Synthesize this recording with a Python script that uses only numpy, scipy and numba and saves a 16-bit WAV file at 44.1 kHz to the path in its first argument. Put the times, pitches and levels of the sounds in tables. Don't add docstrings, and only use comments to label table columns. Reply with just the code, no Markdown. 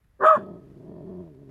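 import sys
import numpy as np
from scipy import signal
from scipy.io import wavfile
from scipy.ndimage import uniform_filter1d
from numba import njit

SR = 44100
rng = np.random.default_rng(int(sys.argv[2]) if len(sys.argv) > 2 else 0)


def ratio_of_db(decibels):
    return 10 ** (np.asarray(decibels, float) / 20)


def master_out(mix):
    frames = np.transpose(np.atleast_2d(mix))
    ceiling = np.clip(frames, -1, 1)
    pcm = np.round(ceiling * 32767).astype(np.int16)
    wavfile.write(sys.argv[1], SR, pcm)


N = 66150
T = np.arange(N) / SR

# time_s, pitch_hz, fundamental_db, octave_db, rasp_db, airflow_db
YELP_COURSE = [
    (0.205, 544.2, -43, -41.5, -46.5, -80.5),
    (0.239, 614.2, -25.5, -22, -26, -54),
    (0.255, 633.3, -20, -24, -26.5, -45.5),
    (0.267, 623.2, -14, -18, -37, -42.5),
    (0.291, 645.5, -21.5, -12.5, -32.5, -47.5),
    (0.331, 625.6, -18, -18, -39, -56.5),
    (0.347, 604.3, -18.5, -26.5, -39, -52.5),
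    (0.363, 564, -28, -32.5, -35, -57.5),
    (0.4, 614.2, -44, -60, -56.5, -70),
]


def unit(x):
    return x / np.sqrt(np.mean(x ** 2))


def column(table, index):
    rows = np.array(table, float)
    return np.interp(T, rows[:, 0], rows[:, index])


def gate(start, end, edge):
    return np.clip(np.minimum(T - start, end - T) / edge, 0, 1) ** 2


def band(x, hz, width):
    return signal.lfilter(*signal.iirpeak(hz, hz / width, fs=SR), x)


def tract(x, table):
    out = 0
    for k, (hz, width, db) in enumerate(table):
        formant = band(band(x, hz, 1.3 * width), hz, 1.3 * width)
        out = out + (-1) ** k * ratio_of_db(db) * unit(formant)
    return out


def walk(rate):
    hold = int(SR / rate)
    steps = np.repeat(rng.standard_normal(N // hold + 1), hold)
    return unit(uniform_filter1d(uniform_filter1d(steps, hold), hold)[:N])


@njit
def folds(hz, jitter, alt, chance, size):
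    out, phase, k = np.zeros(len(hz) + 1), 0., 0
    for i in range(len(hz)):
        step = hz[i] * np.exp(jitter[i] * chance[k]) / SR
        phase += step
        if phase >= 1:
            phase, k = phase - 1, k + 1
            pulse = size[k] ** jitter[i] * (alt[i] if k % 2 else 1 / alt[i])
            out[i] += pulse * phase / step
            out[i + 1] += pulse * (1 - phase / step)
    return out[:-1]


def pulses(hz, jitter, alt_db, scatter_db):
    chance = np.clip(rng.standard_normal((N // 40, 2)).T, -2, 2).copy()
    return folds(hz, jitter, ratio_of_db(alt_db / 2), chance[0], ratio_of_db(scatter_db * chance[1]))


def air():
    # centre_hz, level_db (per Hz)
    spectrum = [(15, -47), (25, -8), (69, -1), (340, -28), (1380, -33.5), (1530, -27.5), (1850, -32),
                (2170, -39.5), (15500, -52.5)]
    rows, out = np.array(spectrum), 0
    for hz in 28 * 2 ** np.arange(0, 9.2, 0.5):
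        db = np.interp(np.log(hz), np.log(rows[:, 0]), rows[:, 1]) + 0.5 * walk(15)
        out = out + ratio_of_db(db) * band(band(rng.standard_normal(N), hz, hz / 2), hz, hz / 2)
    return unit(out) * ratio_of_db(-64)


def insects():
    # centre_hz, width_hz, level_db
    song_bands = [(11200, 1500, -88.5), (13600, 80, -100)]
    return tract(rng.standard_normal(N), song_bands)


def wind():
    rumble = unit(band(rng.standard_normal(N), 60, 49.0))
    return rumble * ratio_of_db(-63.5 + 2 * walk(10)) * gate(-0.05, 2, 0.4)


def rustles():
    # centre_s, level_db, centre_hz
    brushes = [
        (.045, -73, 1970),
        (.365, -61, 6310),
        (.465, -77, 11730),
        (1.05, -82.5, 13900),
        (1.175, -78.5, 14130),
        (1.349, -66, 690),
        (1.495, -67, 1500),
    ]
    out = 0
    for s, db, hz in brushes:
        burst = unit(band(rng.standard_normal(N), hz, hz / 2))
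        out = out + ratio_of_db(db) * burst * np.exp(-((T - s) / 0.0039) ** 2)
    return out


def rough_voice():
    # centre_hz, width_hz, level_db
    croak_formants = [(210.5, 110, -6), (390, 46, -0.5), (542, 85, 6)]
    mouth_formants = [(740, 320, -0.5), (1130, 200, 4), (1500, 200, -2), (1700, 170, -3)]
    pulse_hz, jitter, scatter_db = 330, 0.25, 5.0
    slack = unit(pulses(pulse_hz + 0 * T, jitter + 0 * T, 0 * T, scatter_db))
    slack = slack + ratio_of_db(-3) * rng.standard_normal(N)
    rasp = tract(slack, mouth_formants) * ratio_of_db(column(YELP_COURSE, index=4)) * gate(0.186, 0.445, 0.032)
    onset = ratio_of_db(-33.5 - 220 * np.clip(0.235 - T, 0, 1)) * gate(0.186, 0.272, 0.022)
    late = ratio_of_db(-52.5) * gate(0.34, 0.37, 0.017)
    return rasp + tract(slack, croak_formants) * (onset + late)


def breath():
    # centre_hz, width_hz, level_db
    breath_formants = [(2447, 360, 0), (3080, 300, -4), (3501, 200, -3), (4800, 900, -20), (6000, 600, -19),
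                       (7000, 450, -11.5), (8900, 1200, -12), (11060, 1800, -18), (15000, 900, -26)]
    flow = rng.standard_normal(N) * ratio_of_db(2 * walk(400))
    level_db = column(YELP_COURSE, index=5) - 4
    return tract(flow, breath_formants) * ratio_of_db(level_db) * gate(0.19, 0.47, 0.04)


def mouth_slaps():
    # centre_s, level_db, ring_hz, length_s
    slaps = [
        (.213, -30.5, 1168, 0.017),
        (.249, -18.5, 1300, 0.03),
        (.252, -23, 1096, .02),
        (.272, -19.5, 1191, 0.017),
        (.287, -15.5, 1165, .018),
        (.311, -14.5, 1150, 0.015),
        (.3, -37.5, 756.3, 0.056),
        (.326, -29, 1184, .02),
        (.357, -20, 1130, 0.016),
        (.368, -25.5, 1050, .014),
    ]
    out = 0
    for s, db, hz, length in slaps:
        envelope = np.exp(-((T - s) / (0.37 * length)) ** 2)
        out = out + ratio_of_db(db) * np.sqrt(2) * envelope * np.cos(2 * np.pi * hz * (T - s))
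    return out


def clear_yelp():
    # multiple, level_db (relative to the octave)
    overtones = [(3, -28.5), (4, -40), (5, -44)]
    pitch_hz = column(YELP_COURSE, index=1) * (1 + 0.0052 * walk(150))
    phase = 2 * np.pi * np.cumsum(pitch_hz) / SR
    upper = np.cos(2 * phase + 1.2)
    for k, db in overtones:
        upper = upper + ratio_of_db(db + 3 * walk(60)) * np.cos(k * phase)
    fundamental = ratio_of_db(column(YELP_COURSE, index=2)) * np.cos(phase)
    upper = ratio_of_db(column(YELP_COURSE, index=3)) * upper
    return np.sqrt(2) * (fundamental + upper) * gate(0.222, 0.372, 0.017)


def growl():
    # time_s, pulse_rate_hz, throat_db, lips_db
    course = [(0.35, 220.2, -42, -23), (0.378, 209.2, -30.5, -34.5), (0.414, 202.4, -40.5, -47.5),
              (0.548, 171.7, -43, -52), (0.618, 134.2, -47.5, -62), (0.778, 124, -47, -65),
              (0.832, 156, -43.5, -55.5), (0.952, 176.2, -42.5, -52), (1.006, 172.2, -42.5, -52),
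              (1.044, 153.7, -41.5, -54.5), (1.104, 184.8, -39.5, -51.5), (1.218, 177.7, -40.5, -53.5),
              (1.272, 160.5, -46.5, -57.5), (1.362, 128.2, -47.5, -67), (1.39, 139.6, -48, -61.5),
              (1.428, 142.8, -45, -61.5), (1.464, 131.7, -48.5, -71), (1.5, 133.3, -43.5, -55)]
    # centre_hz, width_hz, level_db
    throat_formants = [(85, 28, -11.5), (172.5, 121.5, 4.5), (380.2, 90, 1), (260, 53, -13.5),
                       (430, 71, -15)]
    lip_formants = [(607.5, 82, 2), (958, 232, -11), (1805, 110, -28), (3300, 150, -33.5),
                    (4445, 830, -35.5)]
    lock = gate(1.08, 1.6, 0.035)
    jitter = 0.16 * (1 - lock * (1 - 0.22))
    alternation_db, scatter_db = 1.5 + 3.5 * lock, 13.0
    train = unit(pulses(column(course, index=1), jitter, alternation_db, scatter_db))
    puff = rng.standard_normal(N) * (0.5 + unit(np.abs(band(train, 210.0, 300.0))))
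    throat = unit(tract(train + ratio_of_db(-12) * puff, throat_formants)) * ratio_of_db(column(course, index=2))
    lips = unit(tract(train + ratio_of_db(4.5) * puff, lip_formants)) * ratio_of_db(column(course, index=3))
    return -(throat + lips * gate(0.33, 2, 0.066)) * gate(0.335, 2, 0.036)


def bush_echo(dog):
    # centre_hz, width_hz, level_db
    reflected_bands = [(630, 270, -26), (1200, 360, -40.5), (2000, 160, -27), (3300, 2000, -27.5),
                       (8000, 3900, -30)]
    t60_s, delay_s = 0.82, 0.012
    tail = rng.standard_normal(N) * ratio_of_db(-60 * T / t60_s) * np.clip(T / delay_s - 1, 0, 1)
    far = sum(ratio_of_db(db) * band(dog, hz, width) for hz, width, db in reflected_bands)
    return signal.fftconvolve(far, tail / np.sqrt(np.sum(tail ** 2)))[:N]


def scene():
    dog = rough_voice() + breath() + mouth_slaps() + clear_yelp() + growl()
    floor = air() + insects() + wind() + rustles()
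    return (dog + bush_echo(dog) + floor)[None]


def top_cut(x):
    return signal.sosfilt(signal.butter(12, 15780, fs=SR, output="sos"), x)


def record(dry):
    return top_cut(dry)


dry = scene()
out = record(dry)
master_out(out)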